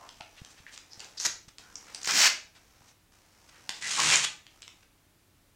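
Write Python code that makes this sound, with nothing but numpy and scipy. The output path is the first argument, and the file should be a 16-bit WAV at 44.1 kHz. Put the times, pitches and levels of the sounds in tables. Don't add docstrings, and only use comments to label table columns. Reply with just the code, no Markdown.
import sys
import numpy as np
from scipy import signal
from scipy.fft import rfft, irfft, next_fast_len
from scipy.io import wavfile
from scipy.ndimage import uniform_filter1d, map_coordinates

SR = 44100
rng = np.random.default_rng(int(sys.argv[2]) if len(sys.argv) > 2 else 0)


def pcm_store(signal):
    levels = np.round(np.clip(np.atleast_2d(signal), -1, 1) * 32767)
    wavfile.write(sys.argv[1], SR, levels.astype(np.int16).T)


N = 244799
BOX_EDGE_HZ, SHEET_EDGE_HZ, STRIP_EDGE_HZ = 500, 1400, 3500


def amp(db):
    return 10 ** (np.asarray(db) / 20)


def unit(x):
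    return x / np.sqrt(np.mean(x ** 2) + 1e-20)


def along(points, hz):
    f, value = np.transpose(points)
    return np.interp(np.log(hz + 1), np.log(f + 1), value)


def add(track, s, sound):
    start = round(s * SR)
    sound, start = sound[max(-start, 0):], max(start, 0)
    track[start:start + len(sound)] += sound[:max(N - start, 0)]


def coloured(x, gain):
    size = 2 * next_fast_len(len(x) // 2 + 4096)
    magnitude = np.maximum(gain(np.fft.rfftfreq(size, 1 / SR)), 1e-6)
    cepstrum = irfft(np.log(magnitude))
    cepstrum[1:size // 2] *= 2
    cepstrum[size // 2 + 1:] = 0
    return irfft(rfft(x, size) * np.exp(rfft(cepstrum)))[:len(x)]


def band(hz, lo, hi, steepness=12):
    return ((1 + (lo / (hz + 1)) ** steepness) * (1 + (hz / hi) ** steepness)) ** -.5


def wobble(length, rate):
    knots = rng.standard_normal(int(length * rate / SR) + 4)
    return map_coordinates(knots, [np.arange(length) * rate / SR])


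def background(hush_db=-65, hum_db=-73, hum_hz=94.3):
    # f/Hz, level/dB
    hush_spectrum = [(15, -36.5), (25, -0.5), (152, -7.5), (253, -13.5), (297, -8.5), (482, -19.5),
                     (537, -17), (2060, -21), (2230, -21), (15500, -28.5)]
    hush = unit(coloured(rng.standard_normal(N), lambda hz: amp(along(hush_spectrum, hz))))
    t = np.arange(N) / SR
    return amp(hush_db) * hush + amp(hum_db) * np.sin(2 * np.pi * hum_hz * t)


def wall_response(gap_s=.0054, build_s=.0043, echo_s=.0104, echo_db=-12):
    # f/Hz, T60/s
    decay_times = [(150, .55), (400, 0.56), (1000, 0.34), (2800, 0.35), (7000, 0.33), (14000, 0.22)]
    hz, t, noise = signal.stft(rng.standard_normal(SR // 2), SR, nperseg=256)
    decay = amp(-60 * t / along(decay_times, hz)[:, None])
    tail = signal.istft(noise * decay, SR, nperseg=256)[1]
    tail *= np.clip((np.arange(len(tail)) / SR - gap_s) / build_s, 0, 1)
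    tail /= np.linalg.norm(tail)
    tail[round(echo_s * SR)] += amp(echo_db)
    return tail


def room(x, size=4096):
    # f/Hz, level/dB
    wall_spectrum = [(150, -2.5), (1000, 0), (2500, 2.5), (6000, -0.5), (12000, -0.5)]
    track, padded = np.zeros(N), np.pad(x, size)
    fade = np.sin(np.pi * (np.arange(size) + .5) / size)
    for start in range(size // 2, N + size, size // 2):
        stretch = padded[start:start + size] * fade
        add(track, (start - size) / SR, signal.fftconvolve(stretch, wall_response()))
    return coloured(track, lambda hz: amp(along(wall_spectrum, hz)))


def box_bumps(lid_hz=120, t60=.018, rise_s=.00054):
    # t/s, peak level/dB
    impacts = [(0.207, -46), (0.417, -36), (0.602, -48), (0.976, -50), (1.479, -44), (2.811, -53)]
    track, t = np.zeros(N), np.arange(SR // 8) / SR
    envelope = amp(-60 * t / t60) * (1 - np.exp(-t / rise_s))
    swing = envelope * np.sin(2 * np.pi * lid_hz * t)
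    for s, db in impacts:
        add(track, s, amp(db) * swing / swing.max())
    return track


def patch(force, hz, octaves):
    # f/Hz, level/dB
    paper_spectrum = [(300, -4.5), (1000, -3), (6500, -3), (8500, -7), (10500, -22.5), (15500, -28)]

    def gain(f):
        detuning = np.log2((f + 1) / hz) / octaves
        return amp(along(paper_spectrum, f)) / (1 + detuning ** 2)

    return unit(coloured(force, gain))


def scrapes(roughness_db=1.4):
    # middle t/s, duration/s, level/dB, f/Hz, half-width/octaves
    patches = [(0.023, 0.3, -54.5, 870, 0.47), (0.21, .016, -41.5, 790, .25),
               (0.384, 0.063, -53.5, 2610, 0.85), (0.513, 0.044, -55, 7400, 1.1),
               (0.587, 0.045, -54, 2400, 1.1), (0.686, 0.043, -53, 2040, 0.84),
               (0.739, 0.065, -50, 5970, 2.8), (0.921, 0.052, -52.5, 5180, 0.13),
               (1.034, 0.12, -53.5, 1200, 3), (1.182, .026, -37.5, 5000, .3),
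               (1.254, 0.015, -30.5, 1800, 0.41), (1.488, 0.02, -49.5, 5140, 5.3),
               (1.663, 0.24, -61.5, 1440, 0.16), (1.892, 0.078, -54, 1410, 0.94),
               (2.103, 0.063, -30, 1500, 0.64), (2.262, 0.034, -23, 2175, 0.67),
               (2.566, 0.064, -57.5, 1570, 2.5), (2.888, 0.058, -59.5, 5000, 1.5),
               (3.493, 0.022, -54, 2000, 4), (3.557, 0.13, -59.5, 1570, 0.92),
               (3.694, .014, -50.5, 260, 0.8), (3.767, 0.11, -49, 4500, 1.7),
               (3.848, 0.087, -39, 1970, 0.17), (4.0, 0.069, -30, 990, 0.41),
               (4.138, 0.057, -23.5, 2286, 0.29), (4.246, 0.024, -29.5, 2940, 0.16),
               (4.831, 0.016, -57, 2190, 1.05)]
    track, settle = np.zeros(N), 256
    for s, duration, db, hz, octaves in patches:
        swell = np.hanning(round(duration * SR))
        noise = patch(rng.standard_normal(len(swell) + settle), hz, octaves)[settle:]
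        rough = unit(noise * amp(roughness_db * wobble(len(swell), rate=250)))
        add(track, s - duration / 2, amp(db) * swell * rough)
    return track


def creases(delay_s=.0004, rise_s=.0003, snap_db=-1, pop_db=-19):
    # t/s, rms level over 40 ms/dB, f/Hz, half-width/octaves
    buckles = [(0.0901, -53.5, 4300, .7), (.208, -50, 1500, 1.6), (.448, -55.5, 4750, 1.6),
               (0.6652, -52.5, 1900, 0.23), (.761, -59, 3850, .65), (.776, -50.5, 4070, 1.1),
               (0.932, -53, 5300, 0.3), (0.9946, -53.5, 5300, .5), (1.0031, -49, 4200, 1.2),
               (1.045, -56, 5200, 0.54), (1.1997, -40, 5560, .5), (1.228, -46, 6500, .2),
               (1.5833, -52.5, 4300, 1.3), (1.7553, -45, 6050, 0.2), (1.9464, -43.5, 5860, .5),
               (2.0153, -53, 5526, 1.4), (2.0311, -46, 6370, .3), (2.0558, -41.5, 6700, .2),
               (2.0741, -36.5, 2700, 2.3), (2.107, -44, 3780, 1.1), (2.819, -68, 1000, .8),
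               (3.6921, -37, 5520, 1.8), (3.8237, -46, 2470, 1.1), (3.8719, -46, 4910, 2.7),
               (3.9127, -39.5, 4550, 1.2), (4.0008, -32.5, 4170, 3.7), (4.137, -32.5, 2800, 1),
               (4.1572, -27.5, 7000, .45), (4.2441, -41, 3226, 0.77), (4.4662, -58, 2520, .8),
               (4.62, -54, 5850, 1.6), (4.6278, -55, 2820, .8), (4.6784, -53, 3290, 1.4)]
    track, t = np.zeros(N), np.arange(SR // 25) / SR
    onset = 1 - np.exp(-(t / rise_s) ** 2)
    snap = amp(snap_db) * unit(signal.unit_impulse(len(t), 20))

    def shiver(t60):
        return unit(rng.standard_normal(len(t)) * amp(-60 * t / t60) * onset)

    for s, db, hz, octaves in buckles:
        tick = patch(snap + shiver(t60=.014), hz, octaves)
        pop = amp(pop_db) * patch(shiver(t60=.015), hz=1400, octaves=1.2)
        add(track, s + delay_s, amp(db) * unit(tick + pop))
    return track


def snaps(length, rate, spread_db=1.5):
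    occurs = rng.random(length) < rate / SR
    return occurs * amp(spread_db * np.clip(rng.standard_normal(length), -3, 2))


def stroke(rows, spectrum, edges_hz, rate, hiss, catch_db):
    s, *levels = np.transpose(rows)
    t = np.arange(s[0] - .02, s[-1] + .02, 1 / SR)
    gate = np.clip(np.minimum(t - s[0], s[-1] - t) / .004 + .5, 0, 1) ** .5
    speed = amp(.4 * (np.interp(t, s, levels[0]) + 29.5))
    drive = unit(snaps(len(t), rate * speed))
    catch = amp(catch_db * wobble(len(t), rate=220))
    sound, track = np.zeros(len(t)), np.zeros(N)
    for db, lo, hi in zip(levels, edges_hz[1:], edges_hz):
        force = catch * (drive * rng.standard_normal(len(t)) + hiss * rng.standard_normal(len(t)))
        part = coloured(force, lambda hz: amp(along(spectrum, hz)) * band(hz, lo, hi))
        power = np.abs(uniform_filter1d(part ** 2, size=900))
        sound += part / np.sqrt(power + 1e-20) * amp(np.interp(t, s, db))
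    add(track, t[0], sound * gate)
    return track


def rustle(rub_db=.5):
    # t/s, level/dB
    efforts = [
        [(0.0, -61.5), (0.176, -62.5), (0.284, -65.5), (0.47, -60.5), (0.598, -64.5), (0.738, -64.5),
         (0.884, -66), (1.022, -57), (1.16, -63), (1.18, -51.5)],
        [(1.585, -57), (1.663, -63), (2.04, -53)],
        [(2.55, -67.5), (2.776, -67), (2.92, -63.5)],
        [(3.12, -65), (3.234, -69), (3.74, -59.5), (3.8, -56)],
        [(4.5, -67), (4.68, -68), (4.85, -70.5)],
    ]
    # f/Hz, level/dB
    spectrum = [(120, -46), (200, -3.5), (304, -7), (407, -11), (446, -5.5), (630, -8), (755, -4.5),
                (1910, -8.5), (3480, -11), (5800, -1), (15500, -26.5)]
    edges_hz = [SR, STRIP_EDGE_HZ, 120]
    track = np.zeros(N)
    for curve in efforts:
        rows = [(s, db, db + rub_db) for s, db in curve]
        track += stroke(rows, spectrum, edges_hz, rate=4500, hiss=1.0, catch_db=3.5)
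    return track


def rips(strip_growth=.12, sheet_growth=.3):
    # t/s, tear level/dB, box level/dB
    pulls = [
        [(1.196, -36.5, -63), (1.24, -37, -75), (1.252, -25, -55), (1.266, -22.5, -46), (1.27, -29.5, -38.5)],
        [(2.045, -31, -68.5), (2.053, -40.5, -70.5), (2.081, -32.5, -56), (2.111, -27.5, -63.5),
         (2.127, -32, -49), (2.151, -25.5, -42), (2.209, -20.5, -53), (2.243, -20, -50.5),
         (2.278, -20.5, -54.5)],
        [(3.81, -45, -57.5), (3.822, -42, -60.5), (3.918, -33.5, -58), (3.96, -34, -57), (4.006, -29, -48.5),
         (4.07, -27, -41), (4.136, -24, -46), (4.224, -36, -56.5), (4.246, -26, -68), (4.255, -34, -54)],
    ]
    # strip level/dB, sheet level/dB
    couplings = [(-11.5, -15.5), (-4.5, -14), (-1.5, -10.5)]
    # f/Hz, level/dB
    short_rip = [(47, -59), (80, -12), (446, -14), (498, -27), (774, -13), (1870, -13.5), (3240, -15.5),
                 (6500, -5.5), (8550, -22.5), (13300, -32.5), (15500, -61.5)]
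    fast_rip = [(47, -62), (80, -29), (155, -11), (366, -9.5), (487, -19.5), (594, -12.5), (1030, -7.5),
                (1180, -12), (1400, -6), (2000, -4), (3390, -7.5), (5620, -2.5), (7010, -6), (9760, -22.5),
                (15500, -27.5)]
    long_rip = [(47, -39.5), (80, -14.5), (150, -5), (225, -11.5), (287, -11.5), (400, -12.5), (427, -11.5),
                (556, -11), (1010, -2), (1500, -4.5), (2660, -3), (3460, -1.5), (6860, 3), (8930, -5.5),
                (13600, -34), (15500, -35)]
    edges_hz = [SR, STRIP_EDGE_HZ, SHEET_EDGE_HZ, BOX_EDGE_HZ, 60]
    track = np.zeros(N)
    for curve, (strip_db, sheet_db), spectrum in zip(pulls, couplings, [short_rip, fast_rip, long_rip]):
        s, pull, box = np.transpose(curve)
        slack = pull.max() - pull
        strip = pull + strip_db - strip_growth * slack
        sheet = pull + sheet_db - sheet_growth * slack
        rows = np.transpose([s, pull, strip, sheet, box])
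        track += stroke(rows, spectrum, edges_hz, rate=3200, hiss=.29, catch_db=-.26)
    return track


def scene():
    tearing, fingers, patches, ticks = rips(), rustle(), scrapes(), creases()
    direct = amp(-1.0) * tearing + amp(-2.5) * fingers + patches + ticks + box_bumps()
    reflected = room(amp(-8.0) * tearing + amp(-9.5) * fingers + amp(-7.0) * patches + amp(-4.5) * ticks)
    return (direct + reflected + background())[None]


def record(dry, cutoff_hz=15850):
    size = next_fast_len(N + SR // 4)
    passband = np.fft.rfftfreq(size, 1 / SR) < cutoff_hz
    return irfft(rfft(dry, size) * passband, size)[:, :N]


dry = scene()
out = record(dry)
pcm_store(out)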